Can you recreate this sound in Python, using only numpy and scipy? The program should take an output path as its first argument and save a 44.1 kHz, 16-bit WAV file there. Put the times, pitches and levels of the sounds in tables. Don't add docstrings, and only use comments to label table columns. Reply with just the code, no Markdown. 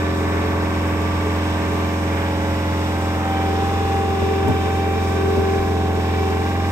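import sys
import numpy as np
from scipy import signal
from scipy.fft import rfft, irfft
from scipy.io import wavfile
from scipy.ndimage import uniform_filter1d

SR = 44100
rng = np.random.default_rng(int(sys.argv[2]) if len(sys.argv) > 2 else 0)


def inscribe(sig):
    pcm = np.round(np.clip(np.atleast_2d(sig).T, -1, 1) * 32767)
    wavfile.write(sys.argv[1], SR, pcm.astype(np.int16))


N = 295911
T = np.arange(N) / SR

# (t/s, turns per s)
SPEED = [(0, 43.13), (.7, 43.26), (2.08, 43.42), (2.45, 43.29), (2.68, 43.44), (3.1, 43.36), (3.36, 43.2),
         (3.57, 43.3), (3.68, 43.88), (4.05, 43.58), (4.2, 43.24), (4.6, 43.27), (4.93, 43.57),
         (5.05, 43.36), (5.37, 43.17), (5.55, 43.34), (5.74, 43.32), (5.85, 42.96), (6.12, 43.13),
         (6.27, 42.88), (6.36, 43), (6.5, 43.95), (6.71, 43.87)]
PUMP_MULTIPLES = (9, 10, 18, 20, 27, 36, 54, 72)
WHINE_MULTIPLES = (63, 81, 90, 130, 140, 150, 160, 170, 180)


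def undb(db):
    return np.exp(np.asarray(db) * np.log(10) / 20)


def between(start, end, share):
    return start + share * (end - start)


def curves(table):
    s, *columns = np.transpose(table)
    return [np.interp(T, s, c) for c in columns]


def walk(rate_hz):
    hold = int(SR / rate_hz)
    steps = np.repeat(rng.standard_normal(N // hold + 1), hold)
    smooth = uniform_filter1d(uniform_filter1d(steps, hold), hold)[:N]
    return smooth / smooth.std()


def pair(angle, lag_rad, pan_db):
    left = undb(pan_db / 2) * np.sin(angle - lag_rad)
    right = undb(-pan_db / 2) * np.sin(angle)
    return np.sqrt(2) * np.array([left, right])


def ports(near, far):
    # (f/Hz, likeness 0-1, left lag/rad, left minus right/dB)
    port_table = [(30, 0.92, 0.4, -2), (201, 0.93, 0.7, 5.5), (597, 0.98, 0.77, -2.5),
                  (1110, 0.37, 0.6, 6.5), (1410, 0.72, 2, -0.5), (2060, 0.64, 1.5, -4), (2460, 0.67, 0, -3),
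                  (2860, 0, -2, -1), (3130, 0.9, -4, -1), (3650, 0.23, -1.5, 1), (4300, 0.87, -5, 0.5),
                  (4690, 0.38, -2, 4.5), (5640, 0.57, -1.5, 8.5), (5900, 0.03, -2, -1.5)]
    port_table = [*port_table, (7600, .4, 1.6, 3), (8800, .7, 2.1, 0)]
    hiss_lag_s, hiss_from_hz, hiss_likeness = 1.47e-4, 9300, .995
    hz = np.fft.rfftfreq(N, 1 / SR)
    at, like, lag, pan_db = np.transpose(port_table)
    at = np.append(at, [hiss_from_hz, SR / 2])
    like = np.clip(np.interp(hz, at, np.append(like, [hiss_likeness] * 2)), 0, 1)
    lag = np.interp(hz, at, np.append(lag, 2 * np.pi * (at[-2:] * hiss_lag_s - 1)))
    pan = undb(np.interp(hz, at, np.append(pan_db, [0, 0])) / 2)
    direct = rfft(near)
    left = like * np.exp(-1j * lag) * direct + np.sqrt(1 - like ** 2) * rfft(far)
    return irfft(np.array([left * pan, direct / pan]), N)


def hum(turn, tone_db, load):
    # (crank multiple, level re firing tone/dB)
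    free = [(1, -41), (2, 0), (3, -15), (4, -10), (5, -9), (6, -15), (7, -4.5), (8, -22), (9, -12),
            (10, -16.5), (11, -21), (12, -20.5), (13, -11), (14, -22), (15, -22), (16, -15.5), (17, -24),
            (18, -19), (19, -31), (20, -13.5), (21, -24), (22, -14.5), (23, -24), (24, -18.5), (25, -23.5),
            (26, -25)]
    loaded = [(1, -37.5), (2, -1), (3, -15), (4, -16), (5, -12.5), (6, -17.5), (7, -11.5), (8, -18.5),
              (9, -6), (10, -12.5), (11, -30.5), (12, -24.5), (13, -25), (14, -27.5), (15, -23.5),
              (16, -26), (17, -27.5), (18, -7), (19, -46), (20, -22.5), (21, -29), (22, -26.5), (23, -28.5),
              (24, -20), (25, -24), (26, -20.5)]
    half_db = [-35, -40, -66, -15, -21, -24, -20.5, -23, -47, -20.5]
    rows = [(k, free_db, busy_db) for (k, free_db), (_, busy_db) in zip(free, loaded)
            if k not in PUMP_MULTIPLES]
    rows += [(k, db, db) for k, db in zip(np.arange(1.5, 11), half_db)]
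    out = 0
    for k, free_db, busy_db in rows:
        waver_db = (.35 + .03 * k) * walk(9)
        angle = k * turn + 2 * np.pi * rng.random() + 0.006 * k * walk(7)
        gain = undb(between(free_db, busy_db, load) + waver_db)
        out = out + gain * pair(angle, 0.041 * k, -1.3 + 0.02 * k)
    return out * undb(tone_db)


def ripple(load):
    # (centre t/s, half length/s, piston peak/dB, gear peak/dB)
    groans = [(.2, .8, -33, -42), (1.75, .25, -35, -44), (3.5, .18, -31, -34), (3.95, .25, -32, -32),
              (4.37, .22, -24.5, -28.5), (4.88, .28, -30, -32), (5.28, .12, -32, -33),
              (5.46, .25, -23, -29.5), (5.9, .2, -34, -30), (6.28, .19, -27.5, -30)]
    # (t/s, pressure 0-1)
    pressure = [(0, 0), (.3, 0.06), (1.5, 0.3), (2.75, 0), (2.95, 0.58), (3.18, 0.74), (3.32, 1),
                (4.7, 0.98), (5.05, 0.82), (5.4, 0.88), (6.71, 0.81)]
    # (t/s, level/dB)
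    gear_second = [(0, -47), (.7, -38), (2.1, -39), (2.4, -36.5), (3.3, -37), (3.75, -48), (5.65, -48),
                   (5.85, -40.5), (6.35, -40), (6.5, -47)]
    # (t/s, level/dB)
    third = [(0, -38), (1.95, -37.5), (2.75, -55), (3.5, -46), (3.7, -43.5), (4.45, -39), (4.85, -45),
             (5.3, -38), (6.05, -54), (6.45, -53), (6.65, -39)]
    # (t/s, second/dB, third/dB, fourth/dB)
    overtones = [(0, -49, -60, -61), (1.3, -46, -55, -61), (2.2, -51, -47, -54), (2.6, -43, -53, -50),
                 (2.75, -57, -61, -63), (3.0, -42, -50, -57), (3.2, -47, -54, -58), (3.4, -40, -45, -49),
                 (3.55, -48, -48, -47), (3.7, -53, -57, -58), (4.0, -57, -56, -59), (4.15, -57, -56, -55),
                 (4.33, -44, -46, -52), (4.7, -41.5, -46, -48), (4.8, -46, -41, -50), (4.95, -45, -47, -56),
                 (5.2, -42.5, -46, -50), (5.33, -44, -61, -57), (5.55, -46, -47, -56), (5.9, -50, -52, -53),
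                 (6.3, -47, -46.5, -51), (6.5, -43, -51, -58), (6.71, -43, -48, -60)]
    groan = 0
    for s, half_s, piston_db, gear_db in groans:
        groan = groan + undb([[piston_db], [gear_db]]) * np.exp(-((T - s) / half_s) ** 2)
    piston = np.hypot(undb(between(-38.5, -38, load)), groan[0]) * (1 + .09 * walk(45))
    gear = np.hypot(undb(between(-46, -42, load)), groan[1]) * (1 + .17 * walk(45))
    whine = undb(between(-46, -26.5, np.clip(curves(pressure)[0], 0, 1)))
    return [piston, gear, whine, undb(curves(gear_second)[0]), undb(curves(third)[0]),
            *undb(curves(overtones))]


def pump(turn, load):
    # (left lag/rad, left minus right/dB)
    pump_tones = [(-1.12, 2), (1, 0), (0.43, 0.5), (0.55, -4), (-1.2, -4), (1.3, -7.5), (-0.1, -4),
                  (4, -5.5)]
    # (free level/dB, loaded level/dB, left lag/rad, left minus right/dB)
    whines = [(-56, -45, 2.5, 2), (-62, -65, 5, -3), (-63, -62, 2.8, -1), (-65, -69, -1.5, 6),
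              (-61, -64, -1.5, -2), (-75, -65, -0.5, 0), (-77, -70, -2.5, -3), (-68, -66, 2.5, 1),
              (-58, -70, 2, -1)]
    throb_per_multiple = .009
    out = 0
    for k, (lag_rad, pan_db), gain in zip(PUMP_MULTIPLES, pump_tones, ripple(load)):
        throb = 1 + throb_per_multiple * k * (k > 20) * np.cos(turn / 2)
        waver = undb((.3 + 0.035 * k) * walk(12))
        out = out + gain * throb * waver * pair(k * turn + 0.004 * k * walk(9), lag_rad, pan_db)
    for k, (free_db, busy_db, lag_rad, pan_db) in zip(WHINE_MULTIPLES, whines):
        db = between(free_db, busy_db, load) + 2.5 * walk(5)
        out = out + undb(db) * pair(k * turn + 0.5 * walk(20), lag_rad, pan_db)
    return out


def ring(t, hz, t60_s, rise_s):
    decay = np.exp(-np.log(1000) * t / t60_s)
    return (1 - np.exp(-t / rise_s)) * decay * np.sin(2 * np.pi * hz * t)


def knocks():
    # (t/s, mode level/dB, centre f/Hz, base t60/s, tick noise level/dB)
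    blows = [(4.221, -17, 350, .08, -60), (4.441, -18, 280, .08, -50), (4.462, -24, 400, .08, -60),
             (4.481, -12.5, 240, .14, -30), (4.504, -18.5, 400, .07, -60), (5.359, -20.5, 520, .07, -60),
             (5.375, -17, 280, .11, -60)]
    # (f/Hz, level/dB, share of base t60)
    frame = [(105, 1, 2.2), (165, -4, 1.2), (255, 2, 1.2), (330, -3, 1), (415, -2, .9), (620, -3, .9),
             (760, -8, .8), (860, -3, .8)]
    # (t/s, level/dB, f/Hz, t60/s)
    thumps = [(3.95, -34, 45, .2), (5.44, -38, 45, .15), (5.592, -23, 55.3, 0.35), (6.47, -38, 40, .2)]
    out, ground, t = np.zeros(N), np.zeros(N), T[:SR // 2]
    tick_filter = signal.iirpeak(9000, 1.5, SR)
    for s, db, centre_hz, t60_s, tick_db in blows:
        chance = rng.standard_normal((len(frame), 2))
        tick = signal.lfilter(*tick_filter, rng.standard_normal(len(t)))
        blow = undb(tick_db) * tick * np.exp(-t / 0.0094)
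        for (hz, mode_db, share), (detune, size_db) in zip(frame, chance):
            near_db = -2.5 * np.log2(hz / centre_hz) ** 2
            gain = undb(db + mode_db + near_db + size_db)
            blow += gain * ring(t, hz * (1 + .03 * detune), t60_s * share, .6 / hz)
        i = int(s * SR)
        out[i:i + len(t)] += blow[:N - i]
    for s, db, hz, t60_s in thumps:
        i = int(s * SR)
        ground[i:i + len(t)] += (undb(db) * ring(t, hz, t60_s, 0.003))[:N - i]
    return ports(out, np.roll(out, 90)) + ground


def booms():
    # (centre t/s, peak level/dB, f/Hz)
    swells = [(.23, -29, 430), (.47, -31, 433), (.59, -23, 428), (.82, -36, 425), (1.05, -28, 435),
              (1.262, -22.5, 428), (1.73, -25.5, 430), (2.2, -31, 422), (2.312, -31, 445), (2.47, -29, 433)]
    half_s = 0.035
    out = 0
    for s, db, hz in swells:
        swell = np.exp(-((T - s) / half_s) ** 2)
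        out = out + undb(db) * swell * np.sin(2 * np.pi * hz * (T - s))
    return ports(out, np.roll(out, 90))


def clatter(turn):
    size, pattern_s, fade_db, line_scatter_db = 4096, .8, 5.5, 3
    top_line = 190
    count = int(T[-1] / pattern_s) + 2
    fade = undb(fade_db * (.5 - np.arange(size) / size))
    lines = rfft(rng.standard_normal((count, 2, size)) * fade)
    strength = undb(line_scatter_db * rng.standard_normal((count, 1, size // 2 + 1)))
    lines *= strength / np.sqrt(np.mean(strength ** 2))
    lines[..., :22] = 0
    lines[..., :54:2] = 0
    lines[..., top_line:] = 0
    lines[..., [2 * k for k in (*PUMP_MULTIPLES, *WHINE_MULTIPLES[:2])]] = 0
    place = (turn + .012 * walk(12)) / (4 * np.pi) % 1 * size
    out = 0
    for k, pattern in enumerate(irfft(lines, size)):
        crossfade = np.sqrt(np.clip(1 - abs(T / pattern_s - k), 0, 1))
        played = [np.interp(place, np.arange(size), p, period=size) for p in pattern]
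        out = out + crossfade * np.array(played)
    return out * np.sqrt(2 * size * np.mean(SPEED, axis=0)[1] / 4 / SR)


def roar(turn, load):
    # (f/Hz, density/dB per Hz)
    colour = [(25, -15), (60, -0.5), (120, -0.5), (300, 2), (600, -1), (1100, -1.5), (1800, -5),
              (3000, -15), (4400, -19.5), (6500, -20)]
    treble = [(7000, -21), (7800, -19), (9000, -22), (10000, -26), (11500, -25), (13000, -28),
              (14800, -31), (15600, -29)]
    # (f/Hz, width/Hz, lift/dB)
    body = [(74, 18, 7.5), (113, 38, 8.5), (420, 42, 11.5), (1270, 210, -3), (1470, 260, 0), (2480, 310, 1),
            (3590, 900, 2.5), (5210, 930, 4.5), (5420, 30, -23)]
    # (t/s, level/dB)
    roar_level = [(0, -33), (0.34, -31), (1.18, -32.5), (2.6, -33), (3.5, -33), (4.11, -34.5),
                  (4.82, -34.5), (5.96, -35.5), (6.5, -34), (6.71, -35.5)]
    treble_db = -33.5
    rumble_hz, rumble_free_db, rumble_loaded_db = 1300, -3.5, 0
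    hz = np.fft.rfftfreq(N, 1 / SR) + 1
    colour_hz, density_db = np.transpose([*colour, *treble])
    colour_db = np.interp(np.log(hz), np.log(colour_hz), density_db)
    colour_db += sum(db * np.exp(-((hz - f) / w) ** 2 * 2) for f, w, db in body)
    level_db = curves(roar_level)[0]
    air = rng.standard_normal((2, N)) * (1 + 0.053 * np.cos(2 * turn))
    rumble = irfft(rfft(air) * (hz < rumble_hz), N)
    air += (undb(between(rumble_free_db, rumble_loaded_db, load)) - 1) * rumble
    clatter_db = 1.5
    noise = rfft(air + undb(clatter_db) * clatter(turn)) * undb(colour_db)
    reference = noise[0, (hz > 1300) & (hz < 3000)]
    noise /= np.sqrt(2 * np.sum(abs(reference) ** 2)) / N
    out = 0
    for octave in np.arange(5, 15):
        share = np.clip(1 - abs(np.log2(np.maximum(hz, 32)) - octave), 0, 1)
        high = np.clip(octave - 11, 0, 1)
        flicker_db = (0.76 + 0.12 * high) * walk(18)
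        band_db = between(level_db, treble_db, high) + flicker_db
        out = out + undb(band_db) * irfft(noise * share, N)
    return ports(*out)


def scene():
    # (t/s, level/dB)
    engine = [(0, -23.5), (2.45, -23.5), (3.19, -24.5), (3.65, -22.5), (5.89, -21), (6.71, -22)]
    # (t/s, load 0-1)
    load_table = [(0, 0.1), (3.45, 0.15), (3.7, 0.88), (6.71, 0.86)]
    turn = 2 * np.pi * np.cumsum(curves(SPEED)[0]) / SR
    load = np.clip(curves(load_table)[0], 0, 1)
    machine = hum(turn, curves(engine)[0], load) + pump(turn, load)
    return machine + knocks() + booms() + roar(turn, load)


def record(dry):
    top_hz, ripple_db, stop_db = 15730, .2, 70
    return signal.sosfilt(signal.ellip(16, ripple_db, stop_db, top_hz, fs=SR, output="sos"), dry)


dry = scene()
out = record(dry)
inscribe(out)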